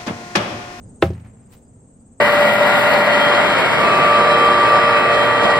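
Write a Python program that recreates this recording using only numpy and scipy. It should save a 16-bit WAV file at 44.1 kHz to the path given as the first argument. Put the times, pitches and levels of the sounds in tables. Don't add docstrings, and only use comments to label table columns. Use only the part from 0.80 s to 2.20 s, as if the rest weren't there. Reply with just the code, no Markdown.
import sys
import numpy as np
from scipy import signal
from scipy.fft import rfft, irfft, next_fast_len
from scipy.io import wavfile

SR = 44100
rng = np.random.default_rng(int(sys.argv[2]) if len(sys.argv) > 2 else 0)


def materialize(psi):
    bounded = np.clip(np.atleast_2d(psi).T, -1, 1)
    quanta = np.round(bounded * 32767).astype(np.int16)
    wavfile.write(sys.argv[1], SR, quanta)


N = 61739
T = np.arange(N) / SR
LAND_S = 0.2241


def from_db(db):
    return 10 ** (np.asarray(db) / 20)


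def rms_one(x):
    return x / np.sqrt(np.mean(x ** 2) + 1e-20)


def level(rows):
    return from_db(np.interp(T, *np.transpose(rows)))


def at_hz(points, hz):
    f, v = np.transpose(points)
    return np.interp(np.log(hz + 1), np.log(f), v)


def drift(rate):
    noise = rng.standard_normal(N + SR)
    lowpass = signal.butter(2, rate, fs=SR, output="sos")
    return rms_one(signal.sosfilt(lowpass, noise)[SR:])


def colour(pair, spectrum):
    # (f/Hz, likeness from -1 to 1)
    ear_likeness = [(60, 0.95), (250, 0.97), (600, 0.56), (1200, -0.014), (2500, 0.37), (5000, 0.39),
                    (9000, -.15), (15000, -.2)]
    size = next_fast_len(N)
    hz = np.arange(size // 2 + 1) * SR / size
    mid, side = rfft(pair, size) * from_db(at_hz(spectrum, hz))
    alike = np.clip(at_hz(ear_likeness, hz), -.999, .999)
    shared = np.sqrt(1 + alike) * mid
    opposed = np.sqrt(1 - alike) * side * [[1], [-1]]
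    return rms_one(irfft(shared + opposed, size)[:, :N])


def hiss(spectrum):
    return colour(rng.standard_normal((2, N)), spectrum)


def grains(spectrum):
    grains_per_s, spread_db = 2400, 3.5
    loudness = spread_db * np.minimum(rng.exponential(1, (2, N)), 4)
    sizes = from_db(loudness) * rng.choice([-1, 1], (2, N))
    present = rng.random((2, N)) < grains_per_s / SR
    return colour(sizes * present, spectrum)


def burst(s, t60, rise):
    return from_db(-60 * np.maximum((T - s) / t60, (s - T) / rise))


def ring(force, hz, t60):
    r = from_db(-60 / (t60 * SR))
    w = 2 * np.pi * hz / SR
    return signal.lfilter([0, np.sin(w)], [1, -2 * r * np.cos(w), r * r], force + 1e-18)


def push(s, db, low_hz, high_hz):
    click = np.full(N, 1e-18)
    click[int(s * SR)] = from_db(db)
    band = signal.butter(2, [low_hz, high_hz], "band", fs=SR, output="sos")
    return signal.sosfilt(band, click)


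def board():
    # (t/s, level of the click before its filter/dB, lowest f/Hz, highest f/Hz)
    blows = [(0.2241, -1, 270, 4200), (0.2322, -4, 40, 380), (0.2657, -12, 20, 105), (0.3025, -18, 20, 380),
             (0.3295, -10, 20, 95)]
    # (f/Hz, relative level/dB, time to fall 60 dB/s)
    board_modes = [(85.9, -14.5, 0.54), (113.7, -19.5, 0.61), (163.4, -17, 0.58), (194.6, -23.5, .42),
                   (247.4, -23, 0.25), (263.6, -26, 0.69), (357.8, -3, .075), (399.2, -15, .1),
                   (520.3, -6.5, 0.073), (554.4, -20.5, .16), (657, -10.5, 0.11), (787.8, -13.5, 0.11),
                   (1048, -7, 0.023), (1290.6, -14, 0.058), (1486, -20, .06), (1736, -20.5, 0.041),
                   (2144, -17, .05), (2374, -16, 0.041), (2750, -20, .035), (3400, -31, .035)]
    # (f/Hz, relative level/dB, time to fall 60 dB/s)
    crack_modes = [(1950, -2.5, .003), (3700, -5, .003)]
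    # (f/Hz, relative level per Hz/dB)
    slap_spectrum = [(150, -13), (400, 1), (900, 0.5), (1500, 2), (2600, -0.5), (3700, -11), (5000, -29),
                     (8000, -28), (15000, -32.5)]
    # (f/Hz, relative level per Hz/dB)
    tail_spectrum = [(100, -5), (300, -2), (650, -4), (1100, -18), (2500, -26), (5000, -32), (15000, -43)]
    scatter_db = 1.15
    pan_db, lag_s = 0.08, .00003
    low_cut_hz = 55

    pushes = np.array([push(*blow) for blow in blows])
    scatter = rng.standard_normal((len(blows), len(board_modes)))
    strengths = from_db(scatter_db * scatter)
    knock = np.zeros(N)
    for k, (hz, db, t60) in enumerate(board_modes):
        sign = (-1) ** (k // 2)
        knock = knock + sign * from_db(db) * ring(strengths[:, k] @ pushes, hz, t60)
    for hz, db, t60 in crack_modes:
        knock = knock - from_db(db) * ring(pushes[0], hz, t60)
    knock = np.array([from_db(pan_db) * knock, np.interp(T - lag_s, T, knock)])

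    slap = from_db(-12) * burst(LAND_S, t60=0.041, rise=0.00038) * hiss(slap_spectrum)
    tail = from_db(-20.5) * burst(LAND_S, t60=.17, rise=.001) * grains(tail_spectrum)
    highpass = signal.butter(2, low_cut_hz, "high", fs=SR, output="sos")
    return signal.sosfilt(highpass, knock + slap + tail)


def bag():
    # (t/s, level/dB, time to fall 60 dB/s)
    rattles = [(0.223, -35, 0.18), (0.252, -58, 0.025), (0.273, -53, 0.025), (0.305, -52.5, 0.067),
               (0.335, -56.5, 0.081), (0.401, -56.5, 0.027)]
    # (f/Hz, relative level/dB)
    filling_spectrum = [(800, -4), (2500, 2.5), (5000, -2.5), (8000, -6.5), (12000, -14.5), (16000, -12.5)]
    # (t/s, level/dB)
    slide_level = [(0.25, -32), (0.31, -51), (0.385, -54), (0.425, -59), (0.46, -52.5), (0.5, -62.5),
                   (0.56, -66), (0.68, -68), (0.9, -78)]
    # (f/Hz, relative level/dB)
    cloth_spectrum = [(300, 0.5), (900, 5), (2400, 0.5), (3600, -12.5), (6000, -20), (13000, -21),
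                      (16000, -27)]
    shaken = sum(from_db(db) * burst(s, t60, rise=0.019) for s, db, t60 in rattles)
    sliding = (T > LAND_S) * level(slide_level)
    return shaken * grains(filling_spectrum) + sliding * grains(cloth_spectrum)


def thud():
    return ring(push(s=0.65, db=-37, low_hz=42, high_hz=202), hz=115, t60=0.071)


def grass():
    # (f/Hz, relative level/dB)
    grass_spectrum = [(120, 9.5), (400, 0), (1000, 4.5), (2200, 0), (4000, -3.5), (8000, -6.5),
                      (12000, -5.5), (16000, -1)]
    top_s, rise_s = 0.7366, .11
    crush = from_db(-49) * burst(top_s, t60=0.13, rise=rise_s)
    settle = from_db(-62.5) * burst(top_s, t60=0.42, rise=rise_s)
    return (crush + settle) * grains(grass_spectrum)


def chirps(first, last, period, first_hz, last_hz, arch_hz, ear_phase):
    width_s, skew_s, jitter_s = .012, .002, .0008
    waver_hz, rough_db = 30, 2.2
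    centres = np.arange(first, last, period)
    centres = centres + jitter_s * rng.standard_normal(len(centres))
    nearest = np.abs(T[:, None] - centres).argmin(axis=1)
    since = T - centres[nearest]
    top_hz = np.interp(T, [first, last], [first_hz, last_hz])
    arch = arch_hz * np.minimum((since / width_s) ** 2, 2)
    hz = top_hz - arch + waver_hz * drift(300)
    stroke = np.exp(-((since - skew_s) / width_s) ** 4) * from_db(rough_db * drift(250))
    phase = 2 * np.pi * np.cumsum(hz) / SR
    return stroke * np.sqrt(2) * np.sin(phase + ear_phase * np.array([[.5], [-.5]]))


def singer(runs, arch_hz, db, pan_db, ear_phase):
    sides = from_db(db + pan_db * np.array([[.5], [-.5]]))
    return sides * sum(chirps(*run, arch_hz, ear_phase) for run in runs)


def insects():
    # (first t/s, last t/s, period/s, first f at the top of the arch/Hz, last f at the top of the arch/Hz)
    near_runs = [(.037, .28, .057, 8150, 8080), (.494, 1.42, .0559, 7940, 8120)]
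    high_runs = [(.036, .49, .063, 8330, 8310), (.54, 1.42, .0605, 8310, 8310)]
    low_runs = [(.513, 1.42, .0622, 7560, 7760)]
    # (f/Hz, relative level/dB)
    chorus_spectrum = [(4000, -37), (5500, -19), (6500, -2.5), (7600, -2), (8400, 0.5), (9100, -7.5),
                       (10000, -31.5), (16000, -34)]
    # (t/s, level/dB)
    insect_level = [(0, 4), (.21, 4.5), (.3, -1.5), (.7, -1), (1.4, 0)]
    near = singer(near_runs, arch_hz=520, db=-58, pan_db=0.6, ear_phase=2.6)
    high = singer(high_runs, arch_hz=110, db=-61.0, pan_db=5.5, ear_phase=.8)
    low = singer(low_runs, arch_hz=110, db=-64.5, pan_db=4.5, ear_phase=0.36)
    chorus = from_db(-65.5) * hiss(chorus_spectrum)
    return level(insect_level) * (near + high + low + chorus)


def bird():
    # (middle t/s, length/s, f/Hz, level/dB)
    peeps = [(.075, .05, 4930, -75), (.632, .016, 4980, -75), (0.674, 0.016, 4900, -74),
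             (.865, .04, 4900, -76.5), (1.206, 0.014, 4780, -75)]
    song = np.zeros(N)
    for s, length, hz, db in peeps:
        swell = np.exp(-(2 * (T - s) / length) ** 2)
        phase = 2 * np.pi * np.cumsum(hz + 50 * drift(140)) / SR
        song = song + from_db(db) * swell * np.sin(phase)
    return song


def traffic():
    # (f/Hz, relative level/dB)
    rumble_spectrum = [(25, -11.5), (45, -2), (70, -1.5), (115, 2.5), (170, -2.5), (235, 2.5), (320, -12),
                       (450, -10.5), (800, -25.5), (1300, -30.5), (2500, -44.5), (5000, -46.5),
                       (15000, -63)]
    # (t/s, level/dB)
    rumble_level = [(0, -40.5), (.2, -44.5), (.65, -46.5), (.8, -47.5), (1.0, -47.5), (1.4, -49)]
    # (f/Hz, relative level per Hz/dB)
    traffic_spectrum = [(100, -12), (250, -4.5), (420, -3), (750, -5), (1200, -17), (2500, -32),
                        (6000, -52)]
    # (t/s, level/dB)
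    traffic_level = [(0, -57.5), (.6, -60), (1.4, -63.5)]
    rumble = level(rumble_level) * hiss(rumble_spectrum)
    return rumble + level(traffic_level) * hiss(traffic_spectrum)


def scene():
    throw = board() + bag() + thud() + grass()
    return throw + insects() + bird() + traffic()


def record(dry):
    rounded = dry / (1 + dry ** 4) ** (1 / 4)
    lowpass = signal.cheby2(16, 70, 16500, fs=SR, output="sos")
    return signal.sosfilt(lowpass, rounded)


dry = scene()
out = record(dry)
materialize(out)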